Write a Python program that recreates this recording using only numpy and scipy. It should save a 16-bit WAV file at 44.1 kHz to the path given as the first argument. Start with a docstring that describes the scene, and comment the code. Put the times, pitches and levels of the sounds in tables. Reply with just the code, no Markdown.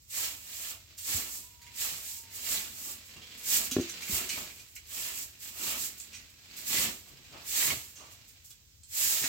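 """In a bare masonry room, a short straw broom sweeps a dusty floor a few steps away.
Each stroke is a swish of many stalks slipping over grit, often followed by a lighter drag back.
Between strokes the straw rustles and snaps, with soft scuffs, thuds and a brief hollow, breathy rustle.
Something knocks dully once, close by, and a far rooster crows over the low rumble of the room."""
import sys
import numpy as np
from scipy import signal
from scipy.fft import rfft, irfft, next_fast_len
from scipy.io import wavfile

SR = 44100
rng = np.random.default_rng(int(sys.argv[2]) if len(sys.argv) > 2 else 0)


def pcm_store(signal):
    """Save signal as 16-bit PCM."""
    levels = np.round(np.clip(np.atleast_2d(signal), -1, 1) * 32767)
    wavfile.write(sys.argv[1], SR, levels.astype(np.int16).T)


N = 409235

# Levels in dB are relative: each function sets its own loudness on top of them.
# A ring time (t60) is how long a sound takes to fade by 60 dB.

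# How alike left and right sound. Each row: frequency in Hz, likeness (capped at 0.99, almost the same).
STEREO_LIKENESS = [(30, 2.6), (100, 0.7), (280, .95), (500, 0.5), (1000, 0), (2000, -0.37), (15000, 0)]
# Which side is louder. Each row: frequency in Hz, left minus right in dB.
STEREO_BALANCE = [(40, 5), (250, 5), (500, 4), (1000, -0.5), (4000, -5), (8000, -4), (13000, -4)]

# The tone of each noise, from bass to treble. Each row: frequency in Hz, level in dB.
RUMBLE_TONE = [(25, -13), (45, -7.5), (65, -2), (95, -1.5), (170, -19.5), (400, -29), (750, -36),
               (1600, -32), (2500, -27.5), (4500, -23), (7500, -21), (9800, -35.5), (15000, -25)]  # the air in the room
SCUFF_TONE = [(250, -2), (400, -7.5), (600, 1), (850, -1.5), (1150, 2), (1700, -10.5), (2800, -3.5)]  # a hollow, breathy hiss
TIP_TONE = [(3500, -16), (5000, -7), (6300, -5), (7500, 1), (8200, -3), (8800, -8.5), (10800, -9.5),
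            (12800, -3.5), (15800, -5.5)]  # straw tips hissing
STALK_TONE = [(1200, -32), (1650, -4.5), (2000, -4.5), (2300, -2), (3000, -3), (4300, -2), (5400, -7.5),
              (7000, -13.5)]  # stalks rasping
SCRAPE_TONE = [(200, -25), (380, -8.5), (600, -2.5), (850, -3.5), (1300, 0), (1800, -11), (2800, 1.5)]  # the whole bundle scraping
RUB_TONE = [(55, 6), (90, -2), (130, 8.5), (170, -0.5), (240, 2.5), (320, -1), (400, 0.5), (470, -10),
            (750, -16)]  # a dull rub
RUSTLE_TONE = [(170, 1), (330, -7), (600, -10.5), (850, -11.5), (1500, -7.5), (2400, 0), (3300, -2.5),
               (4500, -1.5), (6000, -6.5), (7700, -5.5), (9200, -22), (11000, -16), (15000, -11.5)]  # loose stalks rubbing each other
TICK_TONE = [(1900, -0.5), (2400, -12.5), (8000, 12.5), (9500, -6), (15800, -2)]  # stalks springing free

# The parts of the rooster's call. Each row: start in seconds, length in seconds, level in dB.
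CROW_PARTS = [(1.29, 0.47, -72), (1.63, .17, -68.5), (2.022, .35, -69)]
# A knock and its two rebounds. Each row: start in seconds, level in dB.
KNOCK_HITS = [(3.7658, -15.5), (3.7855, -17.5), (3.7969, -20)]
# The notes of the knocked thing. Each row: pitch in Hz, level in dB, ring time in seconds.
KNOCK_NOTES = [(108, -17, 0.065), (196, -26, 0.12), (265, -21, .19), (301, -4.5, 0.034), (338, -13.5, 0.26),
               (372.6, -6.5, 0.14), (507, -41, 0.1), (581, -25.5, 0.23), (720, -30, 0.11),
               (1070, -19.5, 0.021), (1380, -20, 0.018), (1696, -23.5, 0.043)]
# Broom and feet bumping the floor. Each row: start in seconds, level in dB, pitch in Hz.
FLOOR_THUDS = [(1.145, -31.5, 84.4), (1.157, -47, 150), (3.718, -34, 257), (4.096, -35.5, 203),
               (4.124, -30.5, 79.5), (6.782, -40, 169), (6.86, -48, 95), (7.713, -39.5, 90),
               (7.765, -42, 122), (9.24, -39, 262)]
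# Soft scuffs and a brief hollow, breathy rustle.
# Each row: start, rise and fall in seconds, then hiss and rub levels in dB.
SOFT_SCUFFS = [(1.9, 0.051, 0.057, -70, -57), (3.155, 0.018, .11, -61, -54), (4.355, .025, 0.19, -51, -57),
               (7.03, 0.052, 0.46, -69, -62), (7.31, .05, 0.15, -53, -55), (7.65, 0.068, 0.055, -43, -46),
               (7.955, 0.065, 0.21, -57, -67), (9.202, 0.042, 0.11, -48.5, -52)]
# Stalks snapping against the floor. Each row: start in seconds, level in dB, main pitch in Hz,
# level of that pitch in dB, level of the highest treble in dB, ring time in seconds.
STRAW_SNAPS = [(0.1004,-40,7800,10,-10,0.11), (0.979,-36.5,7400,-3,-8,0.27), (1.617,-42,7800,-3,-4,0.14),
               (1.666,-41.5,2120,8,-12,0.07), (3.1632,-41.5,2770,10,-25,0.04), (3.215,-44,3270,21,-25,0.3),
               (3.31,-43,3250,27,-25,0.17), (3.712,-20.5,6000,2.5,-1.5,0.097), (3.809,-31.5,2900,0,-9,0.05),
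               (3.8925,-27.5,6060,1,-3,0.092), (4.0223,-30,2306,2,-12,0.099),
               (4.2913,-22.5,2180,-3,-14,0.11), (4.318,-33.5,2330,18,-20,.33), (4.5,-42,2330,17,-22,.1),
               (4.594,-40,5670,-13,-12,0.09), (4.7636,-35.5,2270,10,-27,0.051), (6,-30.5,7250,12,-29,0.055),
               (6.131,-37,2460,6,-16,0.16), (6.146,-36,5770,-2,-11,0.17), (7.704,-20,2230,15,-3,0.025),
               (7.9565,-40.5,6040,-8,-40,0.56), (8.5054,-42.5,7200,-4,-21,0.078),
               (8.8336,-42,7600,8.5,-19,0.062), (9.2385,-20,1840,0,-27,0.097)]
# The notes of the hollow stalks. Each row: pitch in Hz, level in dB, ring time in seconds.
STALK_NOTES = [(1750, -8, 0.016), (2350, 1.5, 0.009), (2660, 6, 0.021), (3230, 3, 0.031), (3900, 3, 0.038),
               (4860, -0.5, 0.051), (5170, -6, 0.018), (5830, -12, 0.015), (7020, 10, 0.0099),
               (7940, -9, 0.012)]
# The rustle as the broom is carried and turned. 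Each row: time in seconds, level in dB.
RUSTLE_LEVELS = [(0, -82), (.45, -61), (1.58, -66.5), (1.7, -60.5), (3.05, -58), (3.3, -56), (3.8, -46),
                 (3.96, -47.5), (4.42, -51), (4.68, -65), (5.9, -59.5), (6.2, -57), (6.35, -64.5),
                 (6.58, -52.5), (7.16, -62.5), (7.35, -55), (7.9, -62.5), (8.3, -64.5), (8.5, -68.5),
                 (8.68, -79)]
# Tips flicking the floor in passing. Each row: start, rise and fall in seconds, then level in dB.
TIP_FLICKS = [(.01, .015, .15, -64), (.096, .008, .08, -47), (0.969, 0.02, 0.19, -43),
              (2.15, 0.027, 0.1, -43.5), (2.335, 0.028, .08, -44), (3.03, .04, 0.13, -54),
              (3.368, 0.016, 0.17, -47), (3.62, .035, 0.054, -35.5), (4.005, 0.012, 0.18, -45),
              (4.36, .03, 0.16, -42), (4.48, .1, 0.21, -55), (4.665, 0.034, 0.1, -59.5),
              (4.749, 0.01, 0.042, -45.5), (5.97, 0.013, 0.17, -47), (6.29, 0.013, 0.062, -59),
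              (6.558, .015, 0.28, -43), (6.655, 0.031, 0.12, -36), (7.07, 0.017, 0.062, -54),
              (7.443, 0.053, 0.18, -38.5), (7.8, .04, .22, -66), (8.1, 0.027, 0.067, -52),
              (8.27, 0.017, .08, -54), (8.435, 0.023, 0.088, -52), (8.495, .015, 0.038, -52)]
# Firm pushes and lighter drags of the broom. Each row: start, rise, hold and fall in seconds,
# then the levels in dB of tip hiss, stalk rasp, bundle scrape and dull rub.
BROOM_STROKES = [ (0.094, 0.091, 0.068, 0.19, -33.5, -42, -53, -63.5),
                 (0.37, 0.31, .03, 0.1, -40, -49.5, -58.5, -68),
                 (1.014, 0.12, 0.035, 0.22, -31, -41, -50.5, -54.5),
                 (1.236, .10, 0.038, 0.18, -41, -57.5, -68, -67.5),
                 (1.741, 0.1, 0.0098, 0.28, -32, -41, -52.5, -67),
                 (1.944, 0.17, 0.034, 0.073, -41, -54, -74, -88),
                 (2.291, 0.087, 0.081, .15, -43, -52.5, -62, -65.5),
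                 (2.409, 0.13, 0.017, 0.22, -31.5, -40.5, -51.5, -57),
                 (2.676, 0.24, 0.0091, 0.1, -39.5, -55, -60, -62.5),
                 (3.433, 0.12, 0.024, 0.12, -25.5, -36, -47, -53),
                 (4.05, 0.11, 0.013, 0.18, -30.5, -42, -48, -49.5),
                 (4.235, 0.12, .02, 0.15, -40.5, -45, -62, -54),
                 (4.862, 0.14, 0.085, 0.18, -37, -46, -54.5, -62),
                 (5.077, 0.12, 0.033, 0.09, -38.5, -53, -66, -68),
                 (5.383, 0.056, 0.057, 0.069, -43, -51.5, -63.5, -69),
                 (5.51, 0.2, 0.013, 0.19, -33.5, -42.5, -48, -53.5),
                 (5.728, .10, 0.036, 0.085, -34.5, -48, -70, -61),
                 (6.643, 0.13, 0.064, 0.14, -29, -34.5, -45.5, -46),
                 (7.462, 0.15, .06, 0.19, -28, -36, -47.5, -56),
                 (8.909, 0.13, 0.083, 0.56, -27, -39, -51, -62.5), ]


def from_db(db):
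    """Turn decibels into a number to multiply a sound by."""
    return 10 ** (np.asarray(db) / 20)


def together_db(first_db, second_db):
    """The level of two unrelated sounds heard at once."""
    return 20 * np.log10(np.hypot(from_db(first_db), from_db(second_db)))


def rms_one(x):
    """Scale a sound so that its average strength (rms) is 1."""
    return x / np.sqrt(np.mean(x ** 2) + 1e-20)


def at_bins(points, size):
    """Read a frequency table at every frequency of an FFT."""
    hz, value = np.transpose(points)
    return np.interp(np.log(np.fft.rfftfreq(size, 1 / SR) + 1), np.log(hz), value)


def colour(x, tone):
    """Shape a noise with a tone table, at strength 1; beyond the table's ends it drops by 30 dB."""
    size = next_fast_len(N)
    (low, low_db), (high, high_db) = tone[0], tone[-1]
    curve = [(low / 2, low_db - 30), *tone, (high * 2, high_db - 30)]
    shaped = rfft(x, size) * from_db(at_bins(curve, size))
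    return rms_one(irfft(shaped, size)[..., :N])


def butter(x, hz, kind, order=2):
    """Keep the lows, the highs or a band of a sound."""
    return signal.sosfilt(signal.butter(order, hz, kind, fs=SR, output="sos"), x + 1e-18)


def drift(rate):
    """A smooth random wander of about 1 either way; a higher rate wanders faster."""
    pole = np.exp(-80 * np.pi * rate / SR)
    noise = rng.standard_normal(N // 40 + 2002)
    slow = signal.lfilter([1], [1, -2 * pole, pole * pole], noise)[2000:]
    return np.interp(np.arange(N) / 40, np.arange(len(slow)), rms_one(slow))


def ring(clicks, hz, t60):
    """Each click starts a pure note that fades away."""
    decay, angle = from_db(-60 / (t60 * SR)), 2 * np.pi * hz / SR
    return signal.lfilter([0, np.sin(angle)], [1, -2 * decay * np.cos(angle), decay ** 2], clicks + 1e-18)


def diffuse(count):
    """Stereo noise arriving from all sides: alike left and right in the bass, unrelated in the treble."""
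    size = next_fast_len(count)
    mid, side = rfft(rng.standard_normal((2, size)))
    alike = np.clip(at_bins(STEREO_LIKENESS, size), -.99, .99)
    sign = np.array([[1], [-1]])
    pair = np.sqrt(1 + alike) * mid + sign * np.sqrt(1 - alike) * side
    balance = from_db(sign * at_bins(STEREO_BALANCE, size) / 2)
    return rms_one(irfft(pair * balance, size)[:, :count])


def room(x, echo_db, t60=0.18):
    """The direct sound, then a blur of echoes from the bare walls."""
    t = np.arange(SR // 2) / SR
    tail = diffuse(len(t)) * from_db(-60 * t / t60) * (t > .003)
    tail = rms_one(tail) / np.sqrt(len(t))
    return x + from_db(echo_db) * signal.fftconvolve(x[None], tail, axes=1)[:, :N]


def slips(per_s, spread_db):
    """Random clicks of uneven size, as when stalks catch on grit and let go."""
    sizes = from_db(spread_db * np.minimum(rng.exponential(1, N), 5)) * rng.choice([-1, 1], N)
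    return sizes * (rng.random(N) < per_s / SR)


def friction(level_db, tone, per_s, grain_db, flutter_db):
    """Countless slips merge into a hiss; the larger ones stand out as grain and echo in the room."""
    gain = from_db(level_db + flutter_db * drift(29))
    grain = gain * colour(slips(per_s, spread_db=1), tone)
    return gain * colour(diffuse(N), tone) + from_db(grain_db) * room(grain, echo_db=2)


def swell(start, rise, hold, fall, fall_power, rise_power=2.3, depth_db=21.5):
    """The loudness of one stroke or scuff: it grows, holds and dies away."""
    gain = np.zeros(N)
    first = max(int((start - rise - .1) * SR), 0)
    last = min(int((start + rise + hold + 4 * fall) * SR), N)
    t = np.arange(first, last) / SR - start
    early = np.maximum(1 - t / rise, 0)
    late = np.maximum(t - rise - hold, 0) / fall
    drop_db = depth_db * (early ** rise_power + late ** fall_power)
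    gain[first:last] = from_db(-np.minimum(drop_db, 120))
    return gain


def room_rumble(level_db=-59.5):
    """The air of the room: a low, steady noise from all around."""
    return from_db(level_db) * colour(diffuse(N), RUMBLE_TONE)


def rooster(top_hz=994, top_s=1.2, sag_hz_per_s=80, waver=0.0235, fading_db=3):
    """Only the strongest tone of the hoarse crow carries this far; it sags and fades in and out."""
    t = np.arange(N) / SR
    hz = top_hz - sag_hz_per_s * (t - top_s)
    phase = 2 * np.pi * np.cumsum(hz * (1 + waver * drift(98))) / SR
    gain = sum(from_db(db) * np.sin(np.pi * np.clip((t - start) / length, 0, 1))
               for start, length, db in CROW_PARTS)
    return room(gain * from_db(fading_db * drift(15)) * np.sin(phase), echo_db=5)


def knock():
    """A blow and two softer, duller rebounds ring the same low notes."""
    blow, *rebounds = [signal.unit_impulse(N, round(start * SR)) * from_db(db) for start, db in KNOCK_HITS]
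    clicks = blow + butter(sum(rebounds), 650, "low", order=1)
    body = sum(ring(clicks * from_db(db), hz, t60) for hz, db, t60 in KNOCK_NOTES)
    return room(butter(body, [85, 2500], "band"), echo_db=-13)


def thuds(t60=0.092):
    """Broom and feet land softly and heavily: each bump is a short, low note."""
    bumps = sum(ring(signal.unit_impulse(N, round(start * SR)) * from_db(db), hz, t60)
                for start, db, hz in FLOOR_THUDS)
    return room(butter(bumps, [55, 900], "band"), echo_db=-13)


def scuffs():
    """Soft scuffs and a brief hollow, breathy rustle: a grainy hiss and a dull rub swell together."""
    hiss_gain, rub_gain = np.zeros((2, N))
    for start, rise, fall, hiss_db, rub_db in SOFT_SCUFFS:
        shape = swell(start, rise, 0, fall, fall_power=1.12)
        hiss_gain += from_db(hiss_db) * shape
        rub_gain += from_db(rub_db) * shape
    rub = colour(room(slips(900, spread_db=4.5), echo_db=-2), RUB_TONE)
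    hiss = friction(0, SCUFF_TONE, per_s=500, grain_db=-4.5, flutter_db=1)
    return hiss_gain * hiss + rub_gain * rub


def snaps(note_width=0.078, detune=0.086):
    """A tuft lands: a burst of tiny cracks rings all its stalks a little and one of them most."""
    out, t = np.zeros(N + SR), np.arange(SR // 3) / SR
    for start, level_db, hz, note_db, treble_db, t60 in STRAW_SNAPS:
        burst = rng.standard_normal(len(t)) * from_db(-60 * t / t60)
        treble = from_db(treble_db + 5) * butter(burst, 13500, "high")
        crack = butter(burst, [3500, 8000], "band", order=3) + treble
        stalks = sum(from_db(db + 2 * rng.normal())
                     * ring(burst, stalk_hz * np.exp(detune * rng.normal()), stalk_t60)
                     for stalk_hz, db, stalk_t60 in STALK_NOTES)
        note = butter(burst, hz * np.exp([-note_width / 2, note_width / 2]), "band", order=1)
        tuft = crack + from_db(-3) * np.std(crack) * rms_one(stalks) + from_db(note_db + 8) * note
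        tuft /= np.std(tuft[:SR // 100])  # the first 10 ms set the loudness
        at = round(start * SR)
        out[at:at + len(t)] += from_db(level_db - 12) * tuft
    return room(butter(out[:N], 1200, "high"), echo_db=2.5) * from_db([[-1.2], [1.2]])  # to the right


def crackle(level_db):
    """Bent stalks spring free, each with a tick of its own."""
    ticks = colour(slips(130, spread_db=-0.5), TICK_TONE)
    return room(from_db(level_db - 9) * ticks, echo_db=-4) * from_db([[-1.5], [1.5]])


def hollow_stalks(low_hz=2050, high_hz=7900, count=26, db_per_octave=-2.5, wander_db=6):
    """Slips ring stalks of many lengths; as the bundle rolls, now one stands out, now another."""
    out = np.zeros(N)
    for hz in np.geomspace(low_hz, high_hz, count):
        gain = from_db(db_per_octave * np.log2(hz / low_hz) + wander_db * np.clip(drift(2.5), -2, 2))
        out += gain * ring(slips(260, spread_db=5.5), hz, t60=0.01)
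    return rms_one(room(out, echo_db=3.5) * from_db([[-1.1], [1.1]]))


def near_wall(x, echo_db=-10.5, lag_s=.0032, swing_s=0.000503):
    """A wall beside the broom returns a quick echo, whose delay shifts as the arm swings."""
    now = np.arange(N)
    echoes = [np.interp(now - SR * (lag_s + swing_s * drift(0.774)), now, channel) for channel in x]
    return (x + from_db(echo_db) * np.array(echoes)) / np.hypot(1, from_db(echo_db))


def strokes_db(levels_db, lag_s, fall_stretch, fall_power):
    """The level of one part of the broom through all the strokes."""
    power = sum((from_db(db) * swell(start + lag_s, rise, hold, fall * fall_stretch, fall_power)) ** 2
                for (start, rise, hold, fall, *_), db in zip(BROOM_STROKES, levels_db))
    return 10 * np.log10(power + 1e-12)


def broom(damp_above_db=-49.5, damping=0.27):
    """Tips hiss, stalks rasp, and the pressed bundle scrapes and rubs; between strokes it rustles."""
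    hiss_levels, rasp_levels, scrape_levels, rub_levels = np.transpose(BROOM_STROKES)[-4:]
    # The tips touch first; the stalks and then the bundle follow as the broom bends.
    hiss_db = strokes_db(hiss_levels, lag_s=0, fall_stretch=0.98, fall_power=0.8)
    rasp_db = strokes_db(rasp_levels, lag_s=0.0034, fall_stretch=0.86, fall_power=1.14)
    scrape_db = strokes_db(scrape_levels, lag_s=0.013, fall_stretch=0.98, fall_power=1.2)
    rub_db = strokes_db(rub_levels, lag_s=0.023, fall_stretch=1.08, fall_power=1.3)
    rustle_db = np.interp(np.arange(N) / SR, *np.transpose(RUSTLE_LEVELS))
    flicks = sum(from_db(db) * swell(start, rise, 0, fall, fall_power=1.1)
                 for start, rise, fall, db in TIP_FLICKS)
    tips_db = together_db(hiss_db, 20 * np.log10(flicks + 1e-6))
    hiss = friction(tips_db, TIP_TONE, per_s=2800, grain_db=-9.5, flutter_db=0.56)
    rasp = friction(rasp_db - 0.2, STALK_TONE, per_s=1100, grain_db=-7.5, flutter_db=1.7)
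    rustle = friction(rustle_db + 1, RUSTLE_TONE, per_s=250, grain_db=-3.5, flutter_db=1.53)
    # A light touch leaves the stalks free to ring; pressing holds them back.
    stirred_db = together_db(rasp_db, rustle_db - 4)
    ringing_db = stirred_db - damping * np.maximum(stirred_db - damp_above_db, 0)
    ringing = from_db(ringing_db - 3) * hollow_stalks() + crackle(ringing_db)
    scrape = friction(scrape_db + 0.3, SCRAPE_TONE, per_s=500, grain_db=-4, flutter_db=1.7)
    rub = from_db(rub_db + 1.63) * colour(room(slips(900, spread_db=3.5), echo_db=0.5), RUB_TONE)
    return hiss + rasp + rustle + ringing + scrape + rub


def scene():
    """The rumble of the room with the broom, scuffs, small bumps and far crow on top."""
    return room_rumble() + near_wall(broom()) + scuffs() + snaps() + thuds() + knock() + rooster()


def record(dry, low_hz=50.3, high_hz=16000):
    """The microphones lose the deepest bass, and the highest treble is cut steeply."""
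    thin = butter(dry, low_hz, "high")
    return signal.sosfilt(signal.ellip(12, .1, 80, high_hz, fs=SR, output="sos"), thin)


dry = scene()
out = record(dry)
pcm_store(out)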